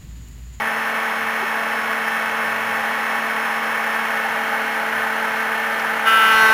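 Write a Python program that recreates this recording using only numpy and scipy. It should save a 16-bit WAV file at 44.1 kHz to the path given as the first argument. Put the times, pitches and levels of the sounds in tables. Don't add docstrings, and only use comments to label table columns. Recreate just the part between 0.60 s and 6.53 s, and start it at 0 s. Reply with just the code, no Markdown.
import sys
import numpy as np
from scipy import signal
from scipy.fft import rfft, irfft, next_fast_len
from scipy.io import wavfile
from scipy.ndimage import map_coordinates

SR = 44100
rng = np.random.default_rng(int(sys.argv[2]) if len(sys.argv) > 2 else 0)


def output_pcm(signal):
    pcm = np.clip(np.atleast_2d(signal).T, -1, 1) * 32767
    wavfile.write(sys.argv[1], SR, np.round(pcm).astype(np.int16))


N = 261513
TIME = np.arange(N) / SR
IDLE_HZ = 223.12
BITE_AT_S = 5.445


def spindle_speed(feed, sag_hz=.93, brake_hz_per_s=7.05, brake_lag_s=.035):
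    run_up = .72 * np.exp(-TIME / .1)
    sag = sag_hz * feed * (1 - ramp(start_s=4.5, length_s=.8))
    braking = brake_hz_per_s * np.maximum(TIME - BITE_AT_S - brake_lag_s, 0)
    return IDLE_HZ - run_up - sag - braking


# relative level/dB running free, the same while feeding
SHAFT_TONES = [(-38.5, -39), (-40.5, -38), (-43, -40), (-46, -40.5), (-34, -45), (-44.5, -39), (-48, -34),
               (-32.5, -33), (-67, -51), (-37.5, -42), (-59, -57), (-46.5, -46.5), (-59, -47.5),
               (-48.5, -47.5), (-52, -60), (-58, -59), (-69, -68), (-61, -68), (-69, -59), (-67, -62),
               (-77, -65), (-80, -78), (-65, -65), (-51, -55)]
# multiple of the shaft speed, relative level/dB running free, the same while feeding
BEARING_TONES = [(4.55, -44, -49), (4.7, -46, -49), (5.39, -41, -40), (5.65, -41, -43), (5.85, -40, -38),
                 (6.65, -40, -36), (8.65, -38, -39), (9.65, -40, -41), (9.85, -40, -39), (10.85, -52, -49),
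                 (11.65, -42, -49), (12.65, -52, -57), (12.85, -50, -51), (13.65, -52, -51),
                 (14.55, -50, -49), (18.3, -61, -59), (18.9, -63, -60), (20.4, -62, -62), (29.1, -58, -64)]


def spindle_whine(turns, angles, feed, shaft_db=-.48, bearing_db=-.5, flutter_db=1.5, slip=.12):
    out = 0
    for multiple, (free, fed) in enumerate(SHAFT_TONES, 1):
        flutter = flutter_db * min(multiple / 4, 1) * wander(12)
        db = shaft_db + free + (fed - free) * feed + flutter
        out += tone(multiple * turns + angles[multiple], db)
    for multiple, free, fed in BEARING_TONES:
        cycles = multiple * turns + rng.random() + slip * wander(9)
        out += tone(cycles, bearing_db + free + (fed - free) * feed + flutter_db * wander(14))
    return out


THROBS = [(.15, .11), (.35, .07), (1, .17), (1.65, .1), (1.85, .07), (2, .22)]
# f/Hz, relative level/dB
RUSH_COLOUR = [(20, -36), (90, -26.5), (200, -15.5), (370, -17.5), (540, -6), (1100, -4), (1750, 2),
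               (2150, -5.5), (2900, -12.5), (3700, -21.5), (4700, -27), (5700, -26.5), (8000, -32.5),
               (12000, -45)]
# f/Hz, width/Hz, boost/dB
HOUSING_RINGS = [(826, 202, 8.5), (1526, 42, 3.5), (743, 46, -9), (4230, 100, 5)]


def bearing_rush(turns, level_db=-23, throb_depth=.53, flaw_share=.15):
    throb = sum(depth * np.cos(2 * np.pi * (multiple * turns + rng.random())) for multiple, depth in THROBS)
    flaws = unit(rough_ring(1.65 * turns, ripples=42) + rough_ring(1.85 * turns, ripples=38))
    rolling = rng.standard_normal(N) + flaw_share * flaws
    rush = colour(rolling * (1 + throb_depth * throb), RUSH_COLOUR, HOUSING_RINGS)
    unsettled = 1 - ramp(start_s=0, length_s=2.6)
    treble = signal.sosfiltfilt(signal.butter(2, 2000, "high", fs=SR, output="sos"), rush)
    rush += (gain(-.5 * unsettled) - 1) * treble
    return gain(level_db - .34 * unsettled) * rush


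def cutting(turns, angles, force_growth_per_s=.38, contact_turns=.15):
    force = ramp(BITE_AT_S, length_s=.03) * (1 + force_growth_per_s * (TIME - BITE_AT_S))
    depth = ramp(start_s=5.636, length_s=.3)
    squeal = bump(at_s=5.795, width_s=.06)
    tearing = .5 + np.exp(-(turns % 1) / contact_turns)
    buzz = tooth_buzz(turns, angles, depth, squeal)
    return force * (buzz + chips(tearing, depth) + cutter_rub(turns, tearing, depth, squeal))


# multiple of the shaft speed, relative level/dB
SHALLOW_CUT = [(1, -42), (2, -21), (3, -25), (4, -16.5), (5, -15), (6, 0), (7, -2.5), (8, -26), (9, -11.5),
               (10, -22), (11, -14), (12, -15), (13, -9), (14, -16), (15, -23.5), (16, -20.5), (17, -30),
               (18, -39), (19, -31), (20, -40), (21, -31.5), (22, -38), (23, -37), (24, -34), (25, -42),
               (26, -46)]
# multiple of the shaft speed, relative level/dB
DEEP_CUT = [(1, -29), (2, -11.5), (3, -30), (4, -3.5), (5, -2.5), (6, -8), (7, 2.5), (8, -25), (9, -6.5),
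            (10, -16), (11, -17), (12, -17), (13, -18.5), (14, -25), (15, -29), (16, -35.5), (17, -16.5),
            (18, -42), (19, -20.5), (20, -34), (21, -29), (22, -41), (23, -29), (24, -28), (25, -25),
            (26, -31)]
# f/Hz, width/Hz, relative boost/dB
STEM_RINGS = [(4290, 160, 11), (5700, 600, 8)]


def tooth_buzz(turns, angles, depth, squeal, level_db=-14.5, chatter_db=.97, wobble=.012, ring_share=.8):
    buzz, power = 0, 0
    for multiple, ((_, shallow), (_, deep)) in enumerate(zip(SHALLOW_CUT, DEEP_CUT), 1):
        ring_db = ring_share * ring_boost(multiple * IDLE_HZ, STEM_RINGS) * squeal
        db = shallow + (deep - shallow) * depth + ring_db
        angle = angles[multiple] + 1 / 4
        buzz += tone(multiple * turns + angle + wobble * wander(50), db + chatter_db * wander(45))
        power += gain(db) ** 2
    return gain(level_db) * buzz / np.sqrt(power)


# f/Hz, relative level/dB
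CHIP_COLOUR = [(60, -21), (300, -15), (800, -5.5), (1450, 1.5), (2200, -7.5), (3100, -7.5), (4400, -22),
               (5800, -21), (8000, -28), (12000, -38)]


def chips(tearing, depth, level_db=-27, deep_boost_db=3):
    return colour(rng.standard_normal(N) * tearing, CHIP_COLOUR) * gain(level_db + deep_boost_db * depth)


# f/Hz, relative level/dB
STEEL_COLOUR = [(1500, -25), (3000, -7), (4100, -4), (5600, -2), (8000, -18), (12000, -32)]


def cutter_rub(turns, tearing, depth, squeal, rub_db=-43.5, squeal_db=-42, grit=.8):
    drag = rough_ring(turns, ripples=70) + grit * rng.standard_normal(N) * tearing
    return colour(drag, STEEL_COLOUR, STEM_RINGS) * (gain(rub_db) * depth + gain(squeal_db) * squeal)


# t/s, relative level/dB
METAL_TICKS = [(3.98, -38), (4.681, -35), (5.197, -29)]


def ticks(decay_s=.004):
    bursts = sum(gain(db) * (TIME >= at) * np.exp(-np.abs(TIME - at) / decay_s) for at, db in METAL_TICKS)
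    return .5 * bursts * colour(rng.standard_normal(N), STEEL_COLOUR)


# t/s, f/Hz, peak level/dB, width/s
BED_KNOCKS = [(0.834, 393, -26, 0.011), (5.75, 68, -35, 0.0041), (5.837, 80, -38, 0.0046),
              (5.9, 70, -37, .005)]


def knocks():
    return sum(gain(db) * bump(at, width) * np.cos(2 * np.pi * hz * (TIME - at))
               for at, hz, db, width in BED_KNOCKS)


# f/Hz, level/dB
HUM_TONES = [(60, -68), (178, -61.5), (263, -55), (300, -56.5)]


def hum(waver_db=3):
    return sum(tone(hz * TIME + rng.random() + .12 * wander(4.4), db + waver_db * wander(2.87))
               for hz, db in HUM_TONES)


# start t/s, length/s, added level/dB
DRONE_SWELLS = [(0, 0.058, -51), (.59, .12, -56.5), (1.674, 0.071, -54.5), (1.833, 0.385, -54),
                (4.347, 0.1, -54)]


def drone(hz=102.5, fade_s=.075, rest_db=-66):
    loudness = gain(rest_db)
    for start, length, db in DRONE_SWELLS:
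        fade_at = start - fade_s / 2
        loudness += gain(db) * (ramp(fade_at, fade_s) - ramp(fade_at + length, fade_s))
    return loudness * tone(hz * TIME, 0)


def gain(db):
    return 10 ** (np.asarray(db) / 20)


def unit(x):
    return x / np.sqrt(np.mean(x ** 2))


def tone(cycles, db):
    return np.sqrt(2) * gain(db) * np.sin(2 * np.pi * cycles)


def ramp(start_s, length_s):
    return np.clip((TIME - start_s) / length_s, 0, 1)


def bump(at_s, width_s):
    return np.exp(-((TIME - at_s) / width_s) ** 2)


def wander(rate):
    place = TIME * rate + rng.random()
    values = rng.standard_normal(1024)
    k, blend = place.astype(int) % 1023, place % 1
    return values[k] + (values[k + 1] - values[k]) * blend * blend * (3 - 2 * blend)


def rough_ring(turns, ripples, size=4096):
    heights = np.exp(2j * np.pi * rng.random(ripples)) * gain(3 * rng.standard_normal(ripples))
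    surface = irfft(np.r_[0, heights], size)
    return unit(np.interp(turns % 1 * size, np.arange(size), surface))


def ring_boost(hz, rings):
    return sum(boost / (1 + (2 * (hz - centre) / width) ** 2) for centre, width, boost in rings)


def colour(x, curve, rings=()):
    size = next_fast_len(N)
    hz = np.maximum(np.fft.rfftfreq(size, 1 / SR), 1)
    curve_hz, curve_db = np.array(curve).T
    db = np.interp(np.log(hz), np.log(curve_hz), curve_db) + ring_boost(hz, rings)
    return unit(irfft(rfft(x, size) * gain(db), size)[:N])


def scene():
    feed = ramp(start_s=3.44, length_s=.272)
    turns = np.cumsum(spindle_speed(feed)) / SR + .0034 * wander(10)
    angles = rng.random(len(SHALLOW_CUT) + 1)
    spindle = spindle_whine(turns, angles, feed) + bearing_rush(turns)
    return (spindle + cutting(turns, angles) + hum() + drone() + knocks() + ticks())[None]


def record(dry, hold_hz=32002, top_hz=15400):
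    held = np.floor(np.arange(N) * hold_hz / SR) * SR / hold_hz
    stepped = map_coordinates(dry[0], [held], order=3, mode="nearest")
    return signal.sosfilt(signal.ellip(12, .1, 90, top_hz, fs=SR, output="sos"), stepped)[None]


dry = scene()
out = record(dry)
output_pcm(out)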